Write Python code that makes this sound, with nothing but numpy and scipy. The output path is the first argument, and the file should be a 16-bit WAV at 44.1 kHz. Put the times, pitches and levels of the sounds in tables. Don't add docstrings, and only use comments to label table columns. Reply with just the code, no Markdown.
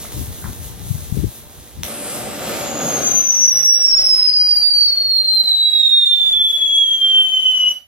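import sys
import numpy as np
from scipy import signal
from scipy.fft import rfft, irfft, next_fast_len
from scipy.io import wavfile
from scipy.ndimage import uniform_filter1d, minimum_filter1d, map_coordinates

SR = 44100
rng = np.random.default_rng(int(sys.argv[2]) if len(sys.argv) > 2 else 0)


def bounce(signal):
    frames = np.transpose(np.atleast_2d(signal))
    limited = np.clip(frames, -1, 1)
    pcm = np.round(limited * 32767).astype(np.int16)
    wavfile.write(sys.argv[1], SR, pcm)


def makeup_ratio(level_db):
    decades = np.asarray(level_db, float) / 20
    return 10 ** decades


N = 347067
T = np.arange(N) / SR

# time in seconds, level in dB.
BREEZE = [
    (0, -38),
    (1.26, -34.5),
    (1.29, -53.5),
    (7.87, -68.5),
]
# peak in seconds, level in dB, swell in seconds.
GUSTS = [(.2, -23, 0.037), (.31, -34.5, .035), (.48, -23, 0.03), (.6, -34.5, .05), (.92, -34, 0.095),
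         (1.22, -16.5, 0.051), (1.45, -45, .08), (1.6, -40.5, 0.032), (1.82, -32.5, 0.042),
         (2.25, -43.5, 0.17), (2.65, -48, .1), (3.13, -45, 0.14), (3.5, -45.5, 0.077), (3.98, -53, .14),
         (4.17, -43, .03), (4.36, -44, 0.044), (4.6, -49.5, 0.41), (5.09, -46, .04), (5.35, -48.5, 0.076),
         (5.75, -55, 0.23), (6.4, -43.5, 0.061), (6.71, -50, 0.043)]
# frequency in Hz, density in dB per Hz.
WIND_COLOUR = [(20, -41), (40, -11.5), (62, 2), (120, -2.5), (200, -8), (350, -11), (700, -38.5)]
# time in seconds, peak in dB, pitch in Hz, length in seconds.
WIND_SLAPS = [(.165, -38, 109, 0.0063), (.17, -24, 300, .004), (.212, -22, 260, 0.0045),
              (.295, -22, 88, 0.013), (.912, -3.5, 119.6, 0.0048), (.953, -10.5, 115, .005),
              (1.126, -3, 118, 0.0023), (1.145, -18, 138, 0.01), (1.174, -5, 150, 0.0024),
              (1.172, -15, 387, 0.0018), (1.205, -11.5, 81, .010), (1.237, -7, 189, 0.0026),
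              (1.243, -6.5, 320, 0.002), (1.253, -8.5, 104, 0.0058), (1.27, -13, 109, 0.002),
              (1.795, -36, 90, .008)]
GUST_LEAN = 0.55
FLUTTER_DB, FLUTTER_DB_PER_DB = -8.5, 0.19

# left delay in seconds, right delay in seconds,
# level in dB.
ECHOES = [
    (.0021, 0.0025, -18.5),
    (.0085, .0079, -13),
    (.017, .0185, -8.5),
    (.031, .029, -12),
    (.048, .052, -11.5),
    (.076, 0.12, -21.5),
]
YARD_T60_S, YARD_DB = 0.25, -1.5

# peak in seconds, fizz in dB, swell in seconds.
FUSE_PUFFS = [
    (.01, -44, 0.057),
    (.22, -45, 0.15),
    (.5, -46.5, 0.075),
    (.65, -43, 0.064),
    (.93, -49, 0.062),
    (1.1, -47.5, 0.3),
    (1.38, -48, .04),
    (1.64, -53, 0.066),
    (1.76, -59, .025),
]
# frequency in Hz, density in dB per Hz.
FUSE_COLOUR = [(120, -9), (250, 4.5), (500, -0.5), (830, -4.5), (1700, -11), (2600, -13.5), (3700, -8),
               (5000, -13), (6100, -6.5), (7600, -10), (9300, -6), (10500, -3.5), (12500, 0.5),
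               (15800, -6.5)]
FIZZ_DB, FUSE_BODY_DB, FUSE_BODY_DB_PER_S = -50, -48, -3.5
# start in seconds, peak in dB, pitch in Hz, decay in seconds.
SPARKS = [(.045, -26, 684, 0.013), (.05, -26, 1250, 0.0093), (.055, -30, 2110, 0.013),
          (.425, -33, 1500, 0.018), (.435, -39, 2030, .015), (.449, -30, 1650, 0.017),
          (.466, -34, 1280, .02), (.442, -22, 1100, 0.0072), (.443, -26, 1770, 0.0087),
          (.457, -25, 1420, 0.01), (.458, -29, 1060, 0.023), (.475, -37, 900, 0.018),
          (1.8336, -9.5, 3550, 0.0034), (1.8340, -6.5, 5860, 0.0022), (1.8344, -9, 9050, 0.0022),
          (1.8347, -5, 11700, .003), (1.8344, -8, 14500, .002), (1.8338, -12.5, 1750, 0.0026)]

# time in seconds, roar in dB.
FLAME = [
    (1.82, -40),
    (1.88, -35),
    (2.4, -34.5),
    (2.75, -30),
    (3.12, -30),
    (3.33, -44),
    (4.05, -48),
    (4.9, -55.5),
    (7.62, -54.5),
]
# frequency in Hz, density in dB per Hz.
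FLAME_COLOUR = [(35, -44.5), (60, -18), (188, -4), (300, -3.5), (450, -9.5), (520, -2.5), (720, -7),
                (1010, -17.5), (1190, -12), (2100, -13.5), (5000, -18), (8000, -23), (13000, -12),
                (15800, -28)]
FLAME_OUT_S, FLAME_OUT_DB_PER_S = 7.703, -150
RUSH_DB, RUSH_DB_PER_DB = -52, 0.58
HISS_DB, HISS_DB_PER_DB = -52.5, 0.53

# time in seconds, pitch in Hz, level in dB, width in Hz.
BORE = [
    (1.84, 10280, -31.5, 5930),
    (2.1, 9170, -29.5, 4223),
    (2.35, 7920, -36, 2200),
    (2.6, 7083, -33, 1198),
    (2.85, 6620, -26, 349),
    (3.1, 6280, -8, 250),
    (3.4, 6000, -39, 205.6),
]
# time in seconds, pitch in Hz.
WHISTLE_PITCH = [
    (2.9, 6445),
    (3.45, 5887),
    (3.8, 5617),
    (4.4, 4883),
    (5.1, 4306),
    (5.95, 3676),
    (6.5, 3425),
    (6.95, 3225),
    (7.76, 2933),
]
# time in seconds, level in dB, left minus right in dB as the phone drifts.
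WHISTLE_LEVEL = [
    (2.75, -42, 4),
    (3.15, -22, 5),
    (3.7, -16, -4),
    (4.55, -16.5, -0.5),
    (4.95, -22, -1.5),
    (5.9, -17.5, -4.5),
    (6.5, -21, 0),
    (7.3, -17, 0.5),
    (7.71, -20.5, 1),
]
# level under the fundamental at 5.5 s in dB, slope in dB per s,
# bend in dB per s squared.
OVERTONES = [
    (-30, -0.04, 0.8),
    (-36.5, 2.5, -1),
    (-52.5, 1.5, 1.2),
]
# time in seconds, change in
# dB, length in seconds.
WHISTLE_BEATS = [(3.05, 2, 0.066), (3.303, 3, 0.012), (3.36, 1, 0.016), (3.546, -4.5, .03),
                 (3.616, -5, 0.017), (3.698, 2, 0.016), (3.742, 4.5, .018), (3.791, -10.5, 0.013),
                 (3.852, 4, .008), (3.945, 2, .018), (4.03, -7.5, 0.028), (4.11, 3.5, .012), (4.33, -4, .04),
                 (4.45, -4.5, 0.023), (4.507, 4, .015), (4.7, -4, .015), (4.81, 5, .03), (4.9, -2, .03),
                 (5.179, 7.5, 0.017), (5.86, 2.5, 0.055), (6.13, 3, .02), (6.388, -2.5, 0.013),
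                 (6.78, 2, .04), (6.971, -6, .025), (7.355, -2.5, 0.097)]
BURNOUT_S, BURNOUT_DB_PER_S = 7.712, -800
SKIRT_DB, SKIRT_DB_PER_S = -21.5, -1.74
UNSTEADY_DB, STEADY_S = 1.5, 5.87
IMAGE_HZ = 48000 - 44100
LOWER_IMAGE_DB, UPPER_IMAGE_DB = -41, -43


def curve(table):
    s, *columns = np.transpose(table)
    return [np.interp(T, s, c) for c in columns]


def unit(x):
    return x / np.sqrt(np.mean(np.abs(x) ** 2))


def walk(rate):
    hold = max(int(SR / rate), 2)
    steps = np.repeat(rng.standard_normal(N // hold + 1), hold)
    slewed = uniform_filter1d(uniform_filter1d(steps, hold), hold)
    return unit(slewed[:N])


def gate(start, stop, edge):
    return np.clip((T - start) / edge, 0, 1) * np.clip((stop - T) / edge, 0, 1)


def swells(table, calm_db, fall):
    power = makeup_ratio(2 * calm_db) + 0 * T
    for s, db, length in table:
        side = np.where(T < s, length, fall * length)
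        power = power + makeup_ratio(2 * db) * np.exp(-((T - s) / side) ** 2)
    return 10 * np.log10(power)


def bands(x, colour, edges_hz):
    size = next_fast_len(N)
    log_hz = np.log(np.arange(size // 2 + 1) * SR / size + 1)
    knots, db = np.transpose(colour)
    spec = rfft(x, size) * makeup_ratio(np.interp(log_hz, np.log(knots), db))
    out = []
    for share in np.eye(len(edges_hz)):
        weight = np.sqrt(np.interp(log_hz, np.log(edges_hz), share))
        out.append(unit(irfft(spec * weight, size)[..., :N]))
    return out


def sizzle(spread_db, grit):
    grain_db = spread_db * np.minimum(rng.exponential(size=N), 7)
    grains = makeup_ratio(grain_db) * rng.standard_normal(N)
    return rng.standard_normal(N) + grit * unit(grains)


def smear(phase, width_hz):
    clock = np.cumsum(width_hz + 0 * T) / SR
    chance = rng.standard_normal((2, 30000))
    re, im = (map_coordinates(c, [clock], order=1, mode="nearest") for c in chance)
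    return re * np.cos(phase) + im * np.sin(phase)


def wind():
    db = swells(GUSTS, curve(BREEZE)[0], fall=0.7)
    flap_db = FLUTTER_DB + FLUTTER_DB_PER_DB * (db + 48.5)
    pan_db = GUST_LEAN * (db + 46.5)
    lean_db = np.array([pan_db, -pan_db]) / 2
    db = np.minimum(db, -31)
    deep, flap = bands(rng.standard_normal((2, N)), WIND_COLOUR, [80, 260])
    swirl_db, flick_db = (2.2 * np.array([walk(rate), walk(rate)]) for rate in (12, 20))
    eddies = deep + makeup_ratio(flap_db - 5.0 + flick_db) * flap
    out = eddies * makeup_ratio(db + 0.5 + lean_db + swirl_db)
    t = np.arange(-2000, 2000) / SR
    for s, peak_db, hz, length in WIND_SLAPS:
        k = int(s * SR)
        bell = np.exp(-(t / length) ** 2 / 2)
        out[0, k - 2000:k + 2000] += makeup_ratio(peak_db) * np.cos(2 * np.pi * hz * t) * bell
    return out


def yard(x, wet_db, count):
    t = np.arange(int(.35 * SR)) / SR
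    tail = rng.standard_normal((2, len(t))) * makeup_ratio(-60 * t / YARD_T60_S) * (t > .006)
    response = makeup_ratio(YARD_DB + wet_db) * tail / np.sqrt(np.sum(tail ** 2, axis=1, keepdims=True))
    for left_s, right_s, db in ECHOES:
        response[[0, 1], [int(left_s * SR), int(right_s * SR)]] += makeup_ratio(db + wet_db)
    response[[0, 1], [count, 0]] += 1
    return signal.fftconvolve(x[None], response, axes=1)[:, :N]


def fuse():
    fizz_db = swells(FUSE_PUFFS, FIZZ_DB, fall=0.64)
    body_db = FUSE_BODY_DB + FUSE_BODY_DB_PER_S * T
    body, mid, top = bands(sizzle(spread_db=5.0, grit=0.66), FUSE_COLOUR, [1500, 6000, 12000])
    puff_db, mid_db, top_db = 1.3 * walk(16), .8 * walk(11), 1.4 * walk(11)
    fizz = makeup_ratio(1.0 + puff_db + mid_db) * mid + makeup_ratio(7 + puff_db + top_db) * top
    return gate(-1, 1.84, 0.0041) * (makeup_ratio(fizz_db) * fizz + makeup_ratio(body_db + 5.5) * body)


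def sparks(rise):
    out = np.zeros(N)
    t = np.arange(int(.05 * SR)) / SR
    for s, db, hz, t60 in SPARKS:
        k = int(s * SR)
        envelope = (1 - np.exp(-t / rise)) * makeup_ratio(-60 * t / t60)
        out[k:k + len(t)] += makeup_ratio(db) * np.sin(2 * np.pi * hz * t) * envelope
    return out


def flame():
    roar_db, = curve(FLAME)
    rush_db = RUSH_DB + RUSH_DB_PER_DB * (roar_db + 51.5) - roar_db
    hiss_db = HISS_DB + HISS_DB_PER_DB * (roar_db + 54) - roar_db
    roar_db = roar_db + FLAME_OUT_DB_PER_S * np.maximum(T - FLAME_OUT_S, 0)
    noise = sizzle(spread_db=3.5, grit=0.5)
    roar, rush, upper, hiss, air = bands(noise, FLAME_COLOUR, [550, 1800, 4500, 9500, 13500])
    gust_db = 1.15 * walk(10)
    low = makeup_ratio(0.5 + gust_db + 1.2 * walk(24.95)) * roar
    middle = makeup_ratio(rush_db + gust_db + 1.2 * walk(18)) * (rush + makeup_ratio(1.0) * upper)
    spit_db = .9 * gust_db + 1.9 * walk(16)
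    air_db = np.interp(T, [2.5, 7.5], [-2.5, 4])
    high = makeup_ratio(hiss_db + spit_db) * (hiss + makeup_ratio(air_db) * air)
    return gate(1.828, 9, 0.0068) * makeup_ratio(roar_db) * (low + middle + high)


def bore():
    hz, db, width_hz = curve(BORE)
    flicker_db = 1.2 * walk(20)
    phase = 2 * np.pi * np.cumsum(hz) / SR
    return gate(1.84, 3.0, 0.029) * makeup_ratio(db + flicker_db) * smear(phase, width_hz)


def whistle():
    hz, = curve(WHISTLE_PITCH)
    db, pan_db = curve(WHISTLE_LEVEL)
    db = db + BURNOUT_DB_PER_S * np.maximum(T - BURNOUT_S, 0)
    surge = walk(25)
    db = db + UNSTEADY_DB * surge * np.clip((STEADY_S - T) / 2, 0, 1)
    tremble_hz = 14 * surge + 12 * walk(200)
    phase = 2 * np.pi * np.cumsum(hz + tremble_hz) / SR
    tone = makeup_ratio(1.3 * walk(90)) * np.sin(phase)
    skirt = makeup_ratio(-7) * smear(phase, width_hz=2000) + makeup_ratio(5.5) * smear(phase, width_hz=500)
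    tone += makeup_ratio(SKIRT_DB + SKIRT_DB_PER_S * (T - 3.5)) * skirt
    for harmonic, (at_db, slope_db, bend_db) in enumerate(OVERTONES, start=2):
        over_db = at_db + slope_db * (T - 5.5) + bend_db * (T - 5.5) ** 2
        over_db = over_db + 3 * walk(40) + 1.5 * surge
        below_top = np.clip((16200 - harmonic * hz) / 1200, 0, 1)
        tone += below_top * makeup_ratio(over_db) * np.sin(harmonic * phase)
    image_phase = 2 * np.pi * IMAGE_HZ * T
    lower_db = LOWER_IMAGE_DB + 2.5 * np.log2(np.abs(hz - IMAGE_HZ) / 1500 + .05) - 1.3 * (T - 4)
    tone += makeup_ratio(lower_db) * np.sin(phase - image_phase)
    tone += makeup_ratio(UPPER_IMAGE_DB) * np.sin(phase + 0.97 * image_phase)
    tone += makeup_ratio(-40 - 9 * np.abs(T - 3.6)) * np.sin(2 * phase - image_phase)
    return gate(3.0, 7.8, 0.026) * makeup_ratio(db + 11.5) * tone, pan_db


def beats():
    return sum(db * np.exp(-((T - s) / length) ** 2) for s, db, length in WHISTLE_BEATS)


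def scene():
    tone, pan_db = whistle()
    lean_db = np.array([pan_db, -pan_db]) / 2
    song = yard(tone, wet_db=-3.5, count=3) * makeup_ratio(-3.5 + beats() + lean_db)
    fire = yard(fuse() + flame() + bore(), wet_db=-3.0, count=2)
    pops = yard(sparks(rise=0.000061), wet_db=-1, count=2)
    return wind() + fire + pops + song


def limit(x, top):
    peak = -minimum_filter1d(-np.abs(x).max(axis=0), size=600)
    swell = uniform_filter1d(peak, size=600)
    return x / (1 + (swell / top) ** 4) ** .25


def mask(x, under_db, slope_db, upto_hz, top_under_db, top_slope_db, top_hz):
    hz, _, spec = signal.stft(x, SR, nperseg=1024)
    power = (np.abs(spec[:, :512]) ** 2).reshape(2, 64, 8, -1).mean(axis=2)
    level = 10 * np.log10(power + 1e-18)
    centre = hz[4:512:8, None]
    peak = uniform_filter1d(power.max(axis=1, keepdims=True), size=3, axis=2)
    loudest = 10 * np.log10(peak + 1e-18)
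    tone_hz = centre[level.argmax(axis=1), 0][:, None]
    near = (centre > 1.09 * tone_hz) & (centre < np.minimum(upto_hz, 1.8 * tone_hz))
    hidden = near & (level < loudest - under_db - slope_db * np.log2(6500 / tone_hz))
    hidden |= (centre > 6500) & (centre < 8200) & (level < loudest - 46)
    top_floor = loudest - top_under_db + top_slope_db * np.log2(centre / top_hz)
    hidden |= (centre > top_hz) & (level < top_floor)
    spec[:, :512] *= np.repeat(~hidden, 8, axis=1)
    return signal.istft(spec, SR, nperseg=1024)[1][:, :N]


def band_limit(x):
    return signal.sosfilt(signal.butter(12, 17030, fs=SR, output="sos"), x)


def record(dry):
    x = limit(dry, top=.75)
    x = mask(x, under_db=33, slope_db=20, upto_hz=8900, top_under_db=60, top_slope_db=60, top_hz=14200)
    low_pass = signal.ellip(8, .2, 70, 15900, fs=SR, output="sos")
    return band_limit(signal.sosfilt(low_pass, x))


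dry = scene()
out = record(dry)
bounce(out)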